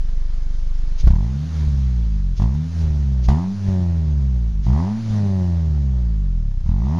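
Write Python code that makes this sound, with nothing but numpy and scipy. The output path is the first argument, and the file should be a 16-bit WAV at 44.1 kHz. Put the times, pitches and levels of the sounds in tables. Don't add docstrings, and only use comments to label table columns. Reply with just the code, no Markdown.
import sys
import numpy as np
from scipy import signal
from scipy.fft import rfft, irfft, next_fast_len
from scipy.io import wavfile
from scipy.ndimage import uniform_filter1d, map_coordinates

SR = 44100
rng = np.random.default_rng(int(sys.argv[2]) if len(sys.argv) > 2 else 0)


def digitize_waveform(pressure):
    field = np.atleast_2d(pressure).T
    bounded = np.clip(field, -1, 1)
    quanta = np.round(bounded * 32767).astype(np.int16)
    wavfile.write(sys.argv[1], SR, quanta)


def to_linear_factor(level_db):
    exponent = np.asarray(level_db, float) / 20
    return 10 ** exponent


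N = 308259
ATTACK_S, RECOVER_S = 0.0068, 0.096


def unit(x):
    return x / np.sqrt(np.mean(x ** 2) + 1e-20)


def along(points, hz):
    f, v = np.transpose(points)
    return np.interp(np.log(hz + 1), np.log(f + 1), v)


def curves(rows):
    s, *cols = np.transpose(rows)
    return [np.interp(np.arange(N) / SR, s, c) for c in cols]


def by_rate(rows, hz):
    f, *cols = np.transpose(rows)
    return [np.interp(hz, f, c) for c in cols]


def coloured(x, points):
    m = 2 * next_fast_len(N // 2 + 4096)
    cep = irfft(np.log(to_linear_factor(along(points, np.fft.rfftfreq(m, 1 / SR)))), m)
    cep[1:m // 2] *= 2
    cep[m // 2 + 1:] = 0
    return irfft(rfft(x, m) * np.exp(rfft(cep)), m)[..., :N]


def per_firing(turns):
    return map_coordinates(rng.standard_normal(int(turns[-1]) + 8), [turns + 2], order=1)


# first hard blow in seconds, its fundamental in dB, hold in seconds,
# fuel cut in seconds, level in dB to which the fundamental has sunk.
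BLIPS = [
    (1.036, -11.5, 0.058, 1.507, -28.5),
    (2.399, -14.5, .05, 2.715, -27.5),
    (3.287, -14, .03, 3.59, -36),
    (4.667, -14, 0.067, 5.045, -30.5),
    (6.664, -17.5, 0.13, N / SR + .16, -24.5),
]
# first blow in dB, hardest moment in seconds, its level in dB,
# lift of the foot in seconds, level there in dB.
BARKS = [
    (-60, 1.075, -43, 1.26, -48),
    (-40, 2.42, -38, 2.464, -42),
    (-27.5, 3.26, -27, 3.443, -42),
    (-42, 4.8, -34, 4.92, -40.5),
    (-51.5, 7.015, -36, N / SR + 0.055, -38),
]


def per_blip(shape):
    points = []
    for blip, bark in zip(BLIPS, BARKS):
        points += shape(*blip, *bark)
    return curves(points)[0]


# time in seconds, firing rate in Hz.
SPEED = [(0, 24.2), (1.01, 24.6), (1.11, 33), (1.31, 66), (1.49, 82), (2.365, 40.5), (2.56, 74),
         (2.735, 83.6), (3.262, 59.9), (3.43, 91.5), (3.57, 102.4), (4.61, 48), (4.73, 66), (4.9, 104),
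         (5.0, 114), (6.61, 28.3), (6.77, 49.4), (N / SR + .03, 96)]
# firing rate in Hz, lead of the fundamental
PHASE_LEAD = [(24, .015, -.08), (40, .04, -.13), (52, -.01, -.16), (62, -.08, -.24), (80, -.03, -.29),
              (92, .08, -.25), (105, .2, -.15)]
PUFFS_S = [.96, 1.676, 2.841, 3.687, 4.596, 5.108, 6.578]
# time in seconds, crank phase in turns.
LAST_BLOW = (6.983, .5)


def crank():
    flywheel_s, start_turn, blow_turn, puff_turn = .05, -.197, .58, .02
    hz = uniform_filter1d(curves(SPEED)[0], size=round(flywheel_s * SR), mode="nearest")
    shut, wide = by_rate(PHASE_LEAD, hz)
    pushing = per_blip(lambda on, db, held, cut, *_: [
        (on - .03, 0), (on + .01, 1), (cut - .17, 1), (cut - .04, 0)])
    lead = shut + pushing * (wide - shut)
    turns = start_turn + np.cumsum(hz) / SR
    blows = [(on, blow_turn) for on, *_ in BLIPS]
    puffs = [(s, puff_turn) for s in PUFFS_S]
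    s, turn = np.transpose(sorted(blows + puffs + [LAST_BLOW]))
    now = (turns + lead)[np.round(s * SR).astype(int)]
    slip = (turn - now + 1 / 2) % 1 - 1 / 2
    turns = turns + curves(list(zip([0, *s], np.unwrap([0, *slip], period=1))))[0]
    acceleration = uniform_filter1d(np.gradient(hz) * SR, size=1500)
    throttle = np.pad(np.clip(acceleration / 70, 0, 1), (1200, 0))[:N]
    return hz, turns, turns + lead, throttle


# start in seconds, end in seconds, loss in dB.
LULLS = [
    (2.363, 2.385, 9.5),
    (4.524, 4.65, 2),
    (6.518, 6.68, 3),
]


def pedal():
    hold_s, kick_s, hush_s = 0.032, 0.045, 0.062
    t = np.arange(N) / SR
    fuel = per_blip(lambda on, db, held, cut, *_: [
        (on - ATTACK_S, 0), (on, 1), (cut, 1), (cut + RECOVER_S, 0)])
    kick = sum((t > on - ATTACK_S) * np.exp(-(t - on - hold_s).clip(0) / kick_s) for on, *_ in BLIPS)
    hush = sum(np.exp(-((t - cut) / hush_s) ** 2) for *_, cut, _ in BLIPS)
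    lull_db = sum(db * np.interp(t, [a - .03, a, b, b + ATTACK_S], [0, 1, 1, 0]) for a, b, db in LULLS)
    return fuel, kick, hush, lull_db


# firing rate in Hz, fundamental, octave, upper orders and rasp, all in dB.
SHUT = [(24.2, -17.5, -29.5, -15, -64), (32.2, -18.5, -29.5, -5, -65), (52.4, -18, -33, -1.5, -60.5),
        (61.5, -17.5, -27, -0.5, -53.5), (66.7, -17.5, -24.5, 1.5, -56), (83.8, -18.5, -25.5, 4.5, -46.5),
        (91.5, -19.5, -22.5, 15, -41), (113, -18, -24.5, 13, -40)]
# firing rate in Hz, octave in dB, upper orders in dB.
OPEN = [(30, -11, -0.5), (45.4, -25, 1), (63.4, -27.5, 5), (75, -22.5, 10), (84, -22.5, 16.5),
        (105, -21.5, 21)]


def low_orders(hz):
    fuel, kick, hush, lull_db = pedal()
    one_db, two_db = by_rate(SHUT, hz)[:2]
    cut_db, null_before_s = -25, 0.077
    blow_db = per_blip(lambda on, db, held, cut, null_db, *_: [
        (on - ATTACK_S, db - 3.5), (on + 0.042, db), (on + held, db),
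        (cut - null_before_s, null_db), (cut, cut_db), (cut + RECOVER_S, cut_db)])
    octave = np.hypot(to_linear_factor(by_rate(OPEN, hz)[0]), kick * to_linear_factor(blow_db - 3))
    burning = uniform_filter1d(fuel * (1 - hush.clip(0, 1)) ** .5 * (fuel == 1), size=400)
    two_db = two_db + burning * (20 * np.log10(octave) - two_db) - 8 * hush
    return one_db + fuel * (blow_db - one_db) - lull_db, two_db - 1.7 * lull_db


# time in seconds, level in dB.
NEAR = [(0, -4.5), (2, -6), (2.9, -0.5), (3.6, -0.5), (7, 0.5)]


def rasp_levels(hz):
    rasp_db = by_rate(SHUT, hz)[3] + curves(NEAR)[0]

    def left_db(s):
        return rasp_db[min(round(s * SR), N - 1)] - 15.5

    bark_db = per_blip(lambda on, _, held, cut, __, first_db, s, db, lift, lift_db: [
        (on - ATTACK_S, first_db), (s - ATTACK_S / 2, db), (lift, lift_db),
        (lift + .04, lift_db - 6.5), (cut, left_db(cut)), (cut + RECOVER_S, left_db(cut))])
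    return rasp_db, bark_db


def upper_orders(hz):
    fuel, kick, hush, lull_db = pedal()
    shut_db, open_db = by_rate(SHUT, hz)[2], by_rate(OPEN, hz)[1]
    usual_bark_db = -44.5
    open_db = open_db + 3 * kick + 0.29 * (rasp_levels(hz)[1] - usual_bark_db)
    return shut_db + fuel * (1 - hush.clip(0, 1)) * (open_db - shut_db) - 0.84 * lull_db


def rasp_level(hz):
    fuel, _, _, lull_db = pedal()
    rasp_db, bark_db = rasp_levels(hz)
    return rasp_db + fuel ** .5 * (bark_db - rasp_db) - 1.2 * lull_db


# frequency in Hz, gain in dB.
SILENCER = [(60, -20.5), (100, -26.5), (135, -29), (200, -34), (240, -45), (280, -59), (315, -54),
            (345, -44), (400, -45), (450, -65.5), (520, -90)]


def drone(hz, turns, first, throttle):
    one_db, two_db = low_orders(hz)
    upper_db, rasp_db = upper_orders(hz), rasp_level(hz)
    x = to_linear_factor(one_db + 0.84 * per_firing(first)) * np.cos(2 * np.pi * first)
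    x += to_linear_factor(two_db + per_firing(first)) * np.cos(2 * np.pi * 2 * turns)
    blow = first - .1 * throttle * np.sin(4 * np.pi * (first - turns + 1 / 4))
    for k in range(3, 15):
        flip = 1 if k % 2 else 1 - 2 * throttle
        steeper_db = (k - 3) * (throttle * 3 - 1.5)
        inside = np.clip((310 - k * hz) / 40, 0, 1)
        top_db = 0.83 * rasp_db + 39.5 - 1.0 * (k - 4) - 5 * throttle
        drive_db = inside * (upper_db + steeper_db) + (1 - inside) * top_db
        late = (1 - throttle) * np.clip((k * hz - 130) / 220, 0, .4)
        level = to_linear_factor(along(SILENCER, k * hz) + drive_db + 1.3 * per_firing(first))
        x += flip * level * np.cos(2 * np.pi * (k * blow - late) + .2)
    x += to_linear_factor(one_db - 36.5 + 3 * per_firing(first / 4)) * np.cos(np.pi * first)
    x += to_linear_factor(one_db - 30.5 + 9.9 * per_firing(first / 4)) * np.cos(3 * np.pi * first)
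    return np.sqrt(2) * x


# frequency in Hz, level in dB per Hz.
TAILPIPE = [(300, -45), (420, -31), (500, -11.5), (620, -3), (728, -1.5), (936, 0), (1200, -10),
            (1510, -31.5), (1960, -17), (2500, -38), (3500, -57.5)]
# frequency in Hz, level in dB per Hz.
COASTING = [(300, -58.5), (460, -22), (550, 5), (640, 0), (740, -2), (900, -3.5), (1080, -10),
            (1400, -30.5), (1900, -14), (2500, -53)]
# frequency in Hz, level in dB per Hz.
TOP = [(6000, -60.5), (8200, -9), (9500, -4.5), (12500, 9.5), (15000, 3), (16000, -28)]


def rasp(hz, first, throttle):
    place = first - .08 * throttle + (throttle > .5) / 2
    passed = np.diff(np.floor(np.maximum.accumulate(place)), prepend=-1)
    fired = passed * (np.diff(place, prepend=-1) < 1 / 4) > 0
    taps = -1. * fired * np.sqrt(SR / hz) * to_linear_factor((-0.5 + throttle) * per_firing(first))
    gate = np.exp(-(place % 1) / hz / .0055) + .14 + .4 * (1 - throttle)
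    puffs = rng.standard_normal(N) * gate / np.sqrt(uniform_filter1d(gate ** 2, size=2500))
    rough = np.clip(.1 + .2 * throttle + (1 - throttle) * (80 - hz).clip(0) / 60, 0, 1)
    blows = np.sqrt(1 - rough) * taps + np.sqrt(rough) * puffs
    loaded, coasting = unit(coloured(blows, TAILPIPE)), unit(coloured(blows, COASTING))
    pipe = throttle * loaded + (1 - throttle) * coasting
    ticks = fired * to_linear_factor(-55 + 4 * rng.standard_normal(N)) * np.sqrt(24 / hz)
    return to_linear_factor(rasp_level(hz)) * pipe + coloured(ticks, TOP)


# time in seconds, peak in dB, click in dB.
CRACKS = [(1.0719, -21.5, -21.5), (1.1044, -29, -28), (1.1546, -33.5, -42), (2.177, -48.5, -31),
          (2.4198, -29.5, -34.5), (2.548, -35.5, -25), (3.2863, -20, -31.5), (4.6632, -43.5, -12.5),
          (4.7267, -33.5, -43), (6.514, -48, -32), (6.605, -43.5, -30), (6.6894, -38, -35),
          (6.714, -38.5, -30)]


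def cracks():
    x, clicks, t = np.zeros(N + SR), np.zeros(N), np.arange(3000) / SR
    for s, db, click_db in CRACKS:
        burst = to_linear_factor(db + 0.5 - 60 * t / 0.06) * rng.standard_normal(len(t))
        x[round(s * SR):][:len(t)] += burst
        clicks[round(s * SR)] = to_linear_factor(db + click_db + 13)
    colour = [(300, 4), (900, 7.0), (2500, -8.5), (6500, -10.5), (7900, -34), (9500, -24.0), (15000, -37.5)]
    return coloured(x[:N], colour) + coloured(clicks, TOP)


# time in seconds, pressure step in full scale.
STUMBLES = [(1.663, -0.063), (1.676, 0.093), (1.758, -0.13), (1.815, -0.0094), (2.383, 0.16), (2.553, 0.11),
            (2.841, .07), (2.85, -0.11), (2.892, -0.061), (2.906, .06), (2.929, -.08), (2.986, -0.073),
            (3.0, .05), (1.072, -0.23), (3.287, -.35), (3.297, 0.19), (3.687, 0.16), (4.53, 0.11),
            (4.572, -0.066), (4.597, 0.12), (4.63, .1), (5.108, 0.11), (6.518, -0.014), (6.578, 0.081),
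            (6.641, -0.15)]


def stumbles():
    x, t = np.zeros(N + SR), np.arange(-900, 900) / SR / .0026
    push = np.exp(-t ** 2 / 2) - .3 * np.exp(-t ** 2 / 20) - .25 * np.exp(-(t - 2.5) ** 2 / 2)
    for s, step in STUMBLES:
        x[round(s * SR) - 900:][:len(t)] += step * push
    return 1.3 * x[:N]


# time in seconds, level in dB, half length in seconds.
GASPS = [
    (1.004, -43, .022),
    (2.38, -46.5, 0.018),
    (3.251, -45, 0.02),
    (4.65, -50.5, 0.02),
]


def gasps():
    t = np.arange(N) / SR
    swell = sum(to_linear_factor(db) * np.exp(-((t - s) / length) ** 2) for s, db, length in GASPS)
    colour = [(1000, -15.0), (3000, -6.0), (4500, -3.5), (6500, -2.5), (7800, -34.0)]
    return swell * unit(coloured(rng.standard_normal(N), colour))


# time in seconds, bay in dB, jet in dB.
BAY = [(0, 0.5, -8), (1, 1, 3), (2.2, -8, 1), (2.9, -7, 0.5), (3.6, -3, -4), (4.4, -6.5, -3),
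       (6.3, -9, -3.5), (7, -4, -3.5)]


def hiss_level(hz):
    fuel, kick, hush, _ = pedal()
    after_cut = np.pad(hush, (round(.09 * SR), 0))[:N]
    jet_db = -51 + 0.2064 * (hz - 75) + 2.5 * after_cut - 2 * fuel
    bay_off_db, jet_off_db = curves(BAY)
    steady = np.hypot(to_linear_factor(-55 + bay_off_db), to_linear_factor(jet_db + jet_off_db + 7.5 * kick ** 2))
    under_rasp = fuel * to_linear_factor(rasp_levels(hz)[1] - 14.5)
    return 20 * np.log10(np.hypot(steady, under_rasp))


# frequency in Hz, level in dB per Hz.
HISS = [(20, 7), (150, 21), (300, 12), (700, 5), (1600, 2), (2760, -2.5), (4270, -1.5), (6240, -2.5),
        (7180, -10), (7900, -28.5), (8500, -19.5), (10500, -20), (12000, -26.5), (13500, -43)]


def hiss(hz, first):
    z = signal.stft(rng.standard_normal(N), nperseg=512)[2]
    field = uniform_filter1d(rng.standard_normal(z.shape), size=8, axis=0)
    field = uniform_filter1d(field, size=10, axis=1)
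    noise = signal.istft(z * to_linear_factor(1.1 * unit(field)), nperseg=512)[1][:N]
    beat = 1 + 0.082 * np.cos(2 * np.pi * first)
    return to_linear_factor(hiss_level(hz) + 6) * beat * unit(coloured(noise, HISS))


# frequency in Hz, level in dB.
WHINE = [(5006, -76)]


def whine(hz):
    (tone_hz, db), = WHINE
    drift = np.cumsum(rng.standard_normal(N)) * 0.011
    tone = np.sin(2 * np.pi * tone_hz * np.arange(N) / SR + drift)
    return np.sqrt(2) * to_linear_factor(db + 3.5) * (hz < 25) * tone


def scene():
    hz, turns, first, throttle = crank()
    mono = drone(hz, turns, first, throttle) + rasp(hz, first, throttle) + cracks() + stumbles()
    mono += gasps() + hiss(hz, first) + whine(hz)
    colour = [(30, 20.5), (70, -7.5), (170, -29.5), (550, -31.5), (1300, -37.5), (7000, -41),
              (10000, -46.5), (15000, -54)]
    apart = to_linear_factor(-46.0) * unit(coloured(rng.standard_normal(N), colour))
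    apart += to_linear_factor(-60.0) * mono * per_firing(first / 3)
    return np.array([mono + apart, mono - apart])


def band_limit(x):
    return signal.sosfilt(signal.butter(12, 15800, fs=SR, output="sos"), x)


def record(dry):
    x = dry + .0114
    mix = x / (1 + np.abs(x) ** 12) ** (1 / 12)
    return band_limit(mix)


dry = scene()
out = record(dry)
digitize_waveform(out)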